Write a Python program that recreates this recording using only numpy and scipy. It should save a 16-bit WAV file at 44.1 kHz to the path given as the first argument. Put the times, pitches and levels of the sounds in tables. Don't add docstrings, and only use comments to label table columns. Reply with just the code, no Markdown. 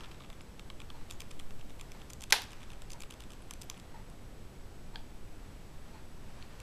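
import sys
import numpy as np
from scipy import signal
from scipy.fft import rfft, irfft
from scipy.io import wavfile

SR = 44100
rng = np.random.default_rng(int(sys.argv[2]) if len(sys.argv) > 2 else 0)


def level_to_linear(level):
    exponent = np.asarray(level, float) / 20
    return 10 ** exponent


def generate_wav(sig):
    pcm = np.round(np.clip(np.atleast_2d(sig).T, -1, 1) * 32767).astype(np.int16)
    wavfile.write(sys.argv[1], SR, pcm)


N = 291927


def in_time(rows):
    s, db = np.transpose(rows)
    return level_to_linear(np.interp(np.arange(N) / SR, s, db))


def at_hz(points, hz):
    point_hz, value = np.array(points)[:, 0], np.array(points)[:, 1]
    return np.interp(np.log(hz + 1e-3), np.log(point_hz), value)


def rms_one(x):
    return x / np.sqrt(np.mean(x ** 2))


def coloured(x, spectrum):
    gain = level_to_linear(at_hz(spectrum, np.fft.rfftfreq(N, 1 / SR)))
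    return rms_one(irfft(rfft(x) * gain, N))


def resonate(x, modes, stretch=1.):
    out = 0
    for k, (hz, width, db) in enumerate(modes):
        r = np.exp(-np.pi * width * stretch / SR)
        poles = [1, -2 * r * np.cos(2 * np.pi * hz * stretch / SR), r * r]
        ring = signal.lfilter([(1 - r * r) / 2, 0, (r * r - 1) / 2], poles, x)
        out = out + (-1) ** k * level_to_linear(db) * ring
    return out


def contacts(rows, modes, gain_db, sharp):
    length = 900
    out, t = np.zeros(N + length), np.arange(length) / SR
    for s, db, ms, stretch in rows:
        age = t * 1000 / ms
        rattle = np.sqrt(age) * np.exp(-age) * rng.standard_normal(length)
        click = sharp * (t == 0)
        hit = resonate(rattle + click, modes, stretch)
        at = round(s * SR)
        out[at:at + length] += level_to_linear(db + gain_db) * hit / np.abs(hit).max()
    return out[:N]


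def room(x, gap_ms=1.5):
    # pitch_hz, fade_s
    fade_time = [(300, 0.26), (1000, 0.29), (3000, 0.3), (6000, 0.3), (12000, 0.23)]
    t, edges, answer = np.arange(SR // 2) / SR, 200 * 2 ** np.arange(0, 6.6, .5), 0
    for low, high in zip(edges, edges[1:]):
        band_filter = signal.butter(2, [low, high], "band", fs=SR, output="sos")
        band = signal.sosfilt(band_filter, rng.standard_normal(len(t)))
        answer = answer + band * level_to_linear(-60 * t / at_hz(fade_time, np.sqrt(low * high)))
    answer = answer * (1 - np.exp(-(t * 1000 / gap_ms) ** 2))
    return signal.fftconvolve(x, answer / np.sqrt(np.sum(answer ** 2)))[:N]


def microphone_hiss():
    # pitch_hz, level_db (per Hz)
    hiss_colour = [(7.1, -3.5), (12, -3), (20, -1.5), (33, -10), (87, -14.5), (144, -18), (231, -21.5),
                   (371, -25), (849, -32), (984, -34.5), (1680, -38), (2390, -40), (8040, -48),
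                   (14100, -53.5)]
    return level_to_linear(-47) * coloured(rng.standard_normal(N), hiss_colour)


def whine():
    whine_hz, flips_per_s, whine_db = 7867.1, 29.97, -74
    t = np.arange(N) / SR
    flip = np.tanh(8. * np.sin(np.pi * flips_per_s * t))
    phase = 2 * np.pi * whine_hz * t
    return level_to_linear(whine_db) * (flip * np.sin(phase) + .38 * np.cos(phase))


def air_sway():
    # time_s, level_db
    push_level = [(0, -45.5), (.5, -52), (.9, -44.5), (1.25, -46), (1.45, -36), (1.9, -28), (2.2, -49),
                  (2.5, -51), (6.62, -45)]
    push_colour = [(1, -30), (3, -9.5), (5.5, 13.5), (8.5, -3), (12, -9), (18, -56.5)]   # Hz, dB per Hz
    reach = np.minimum(in_time(push_level), level_to_linear(-42))
    return reach * coloured(rng.standard_normal(N), push_colour)


def far_clock():
    # pitch_hz, width_hz, level_db
    clock_case = [(865, 120, 2.5), (1500, 680, -10), (2030, 430, -7), (2970, 870, -20), (4240, 280, -11)]
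    first_s, period_s = .928, .9995
    level_db, rise_db_per_s = -62, 0.62
    ticks = [(s, level_db + rise_db_per_s * s, 3.5, 1.) for s in np.arange(first_s, N / SR, period_s)]
    return room(contacts(ticks, clock_case, gain_db=15.5, sharp=0.), gap_ms=11.0)


def motor_steps():
    # start_s, length_ms, first_knock_db, last_knock_db
    runs = [(0.0423, 15.5, -45.5, -50), (0.1142, 3.5, -46, -47), (.131, 14, -60, -52), (.205, 32, -45, -51),
            (.247, 13.3, -46, -56), (.8022, 15, -42, -44), (1.1097, 25.2, -38, -59),
            (1.2045, 13.9, -39.5, -43.5), (1.31, 3.2, -47, -44), (1.3975, 11, -41, -50),
            (1.595, 16.5, -53, -49.5), (1.6967, 8, -52, -52.5), (1.7965, 6, -46, -58),
            (2.001, 16.3, -52, -45.5), (2.101, 3.6, -50.5, -50), (2.208, 29.9, -48, -39),
            (2.3051, 2.7, -39, -35.5), (2.419, 13.5, -39.5, -47), (2.439, 13, -48, -56),
            (2.5064, 25.4, -49.5, -45), (2.6067, 24, -52, -45.5), (2.7028, 30.5, -47, -48.5),
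            (2.904, 28.7, -47, -47), (3.0049, 16, -45, -41.5), (3.1078, 31, -41.5, -50),
            (3.2048, 33, -45.5, -50), (3.3047, 29, -47.5, -49), (3.616, 4.2, -48.5, -47.5),
            (3.7697, 6.8, -51, -52)]
    # start_s, knock_db, tick_over_knock_db
    nudges = [(.0073, -42, -15), (0.0353, -46, -9), (.046, -44.5, -17), (.301, -44.5, -5),
              (.3292, -48.5, -6), (0.4083, -45.5, -13), (.5951, -39, -8), (.701, -39, -11.5),
              (0.9019, -42, -12), (1.012, -52, -18), (1.099, -47, -4), (1.5069, -47.5, -7),
              (1.8113, -41, -0.5), (1.9184, -46.5, 3), (2.1334, -46.5, 8.5), (2.2186, -52, 11),
              (2.637, -52, -2), (2.8198, -45.5, 0), (3.035, -41, -8), (3.4224, -53, -15), (3.509, -42, 7),
              (3.5364, -48, 7.5), (3.6326, -48, 0), (3.699, -36.5, 5), (3.7128, -49, -14),
              (3.7425, -50.5, -14), (3.7985, -50, 1), (4.0997, -61, 7.5), (6.6014, -45.5, 1)]
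    # time_s, tick_over_knock_db
    gear_load = [(0, -22), (.12, -10), (.25, -16), (.8, -9), (1.11, 3), (1.35, -1.5), (1.65, -4),
                 (2.02, -7), (2.1, 7.5), (2.3, 1.5), (2.44, 1), (2.52, -1), (2.64, -8), (2.92, 8),
                 (3.1, -1), (3.3, -1), (3.62, 9.5), (3.77, -10)]
    step_ms = 14.5
    coast_db = -1.5
    slack_ms, slack_db, slack_spread_db = 4.1, -10, 2
    rows = []
    for s, ms, first_db, last_db in runs:
        share = np.linspace(0, 1, max(round(ms / step_ms), 1) + 1)
        inside = (share > 0) & (share < 1)
        knock_db = first_db + share * (last_db - first_db) + coast_db * inside
        rows += zip(s + share * ms / 1000, knock_db)
    s, db = np.transpose(rows)
    slack_level = db + slack_db + slack_spread_db * rng.standard_normal(len(s))
    s, db = np.append(s, s - slack_ms / 1000), np.append(db, slack_level)
    load_db = np.interp(s, *np.transpose(gear_load))
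    return np.hstack([[s, db, load_db], np.transpose(nudges)])


def focus_motor():
    # pitch_hz, width_hz, level_db
    barrel = [(1120, 335, 17), (1380, 370, -27)]
    # pitch_hz, width_hz, level_db
    housing = [(2060, 250, -6), (2525, 470, 2.5), (3500, 590, 1), (5380, 610, -9.5)]
    # pitch_hz, width_hz, level_db
    gears = [(5000, 1250, -1.5), (6220, 220, 4.5), (7300, 450, 3), (9090, 400, 2), (10050, 900, -6),
             (12340, 1500, -9.5), (14560, 830, -12)]
    # start_s, level_db, rattle_ms, pitch_khz
    shivers = [
        (.414, -50, 1.5, 7.3),
        (.414, -52, 1.5, 10.5),
        (1.116, -48, 2.5, 6.9),
        (1.122, -46, 1.5, 6.9),
        (1.132, -49, 3.0, 6.9),
        (1.15, -53, 3.0, 6.9),
        (2.4187, -40, .3, 12.5),
        (3.420, -49, 2.0, 9.8),
        (3.638, -51, 2.5, 12.8),
        (3.775, -51, 2.0, 9.7),
    ]
    s, knock_db, load_db = motor_steps()
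    chance = rng.standard_normal((len(s), 2))
    thud_db = knock_db - 10.5 - 0.16 * load_db + 2.5 * chance[:, 1]
    tick_db = knock_db + load_db
    detune, ms = 1 + .015 * chance[:, 0], np.ones(len(s))
    thuds = contacts(list(zip(s + 0.001072, thud_db, 1.97 * ms, detune)), barrel, gain_db=5.0, sharp=1.0)
    knocks = contacts(list(zip(s, knock_db, .6 * ms, detune)), housing, gain_db=4., sharp=2.5)
    ticks = contacts(list(zip(s, tick_db, 0.56 * ms, detune)), gears, gain_db=4.5, sharp=1.65)
    spring = contacts(shivers, [(1000, 30, 0)], gain_db=-3., sharp=0.)
    return thuds + knocks + ticks + spring


def lid():
    # start_s, level_db, rattle_ms
    catch = [
        (2.3236, -4.5, .12),
        (2.3247, -14, .4),
        (2.3257, -9, .5),
        (2.3270, -9, .6),
        (2.3286, -15, .9),
        (2.3308, -21, 1.5),
    ]
    # pitch_hz, width_hz, level_db
    shell = [(397, 160, -8.5), (715, 148, -11), (844, 150, -3), (1588, 73, 7.5), (2010, 210, 5),
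             (2494, 230, 4), (3300, 190, 3.5), (4130, 180, 6.5), (4720, 190, -1), (5260, 470, 0),
             (6420, 370, -1), (7250, 170, -0.5), (8950, 780, -12), (10200, 480, -4.5), (12400, 1500, -14.5)]
    # pitch_hz, level_db (per Hz)
    tail_colour = [(200, -47), (300, -27), (420, -4), (600, -12), (720, -4), (920, 3), (1150, -13),
                   (1600, -3.5), (2400, -4), (4800, -5.5), (6800, -13.5), (8200, -17), (10500, -14),
                   (14300, -25)]
    snap = contacts([(s, db, ms, 1.) for s, db, ms in catch], shell, gain_db=0., sharp=9.0)
    click = np.zeros(N)
    click[round(catch[1][0] * SR)] = 1
    return snap + level_to_linear(-52) * coloured(room(click), tail_colour)


def handle_taps():
    # start_s, level_db
    ring_taps = [
        (4.958, -28),
        (4.9925, -53),
    ]
    # pitch_hz, width_hz, level_db
    handle = [(1620, 130, 1.5), (2430, 300, -9), (3260, 210, 1), (4650, 360, -5), (6800, 1400, -26)]
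    # start_s, level_db
    nail_taps = [
        (6.4192, -44),
        (6.4257, -36.5),
    ]
    # pitch_hz, width_hz, level_db
    nail = [(2320, 600, -2), (4500, 380, -1), (7060, 340, -18)]
    ring_sound = contacts([(s, db, .15, 1.) for s, db in ring_taps], handle, gain_db=-0.5, sharp=14.0)
    nail_sound = contacts([(s, db, .3, 1.) for s, db in nail_taps], nail, gain_db=0.5, sharp=3.0)
    return ring_sound + nail_sound


def brush():
    # time_s, level_db
    stroke_level = [(0, -52.5), (.3, -63.5), (.8, -67), (1.0, -59.5), (1.65, -66.5), (1.97, -58.5),
                    (2.2, -67), (2.53, -54.5), (2.9, -62.5), (3.96, -61), (4.4, -71), (4.8, -68),
                    (5.1, -70), (5.5, -60), (5.66, -66), (5.9, -58.5), (6.07, -66), (6.4, -56)]
    # pitch_hz, level_db (per Hz)
    bristle_colour = [(500, -8), (1000, 1.5), (2000, -4), (3500, -8.5), (5500, -11.5), (8000, -19),
                      (12000, -30)]
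    grains_per_s = 5000.
    sizes = level_to_linear(2.5 * np.minimum(rng.exponential(1, N), 5)) * rng.choice([-1, 1], N)
    grains = sizes * (rng.random(N) < grains_per_s / SR)
    return level_to_linear(-5.0) * in_time(stroke_level) * coloured(grains, bristle_colour)


def scene():
    background = air_sway() + microphone_hiss() + whine()
    touches, motor = handle_taps(), focus_motor()
    near_room = room(level_to_linear(-11.5) * touches + level_to_linear(-17.5) * motor)
    near = lid() + touches + motor + near_room
    return (near + far_clock() + brush() + background)[None]


def top_cut(x):
    return signal.sosfilt(signal.butter(12, 15120, fs=SR, output="sos"), x)


def record(dry):
    treble_cut = signal.ellip(7, .5, 25, 14180, fs=SR, output="sos")
    mix = signal.sosfilt(treble_cut, dry)
    return top_cut(mix)


dry = scene()
out = record(dry)
generate_wav(out)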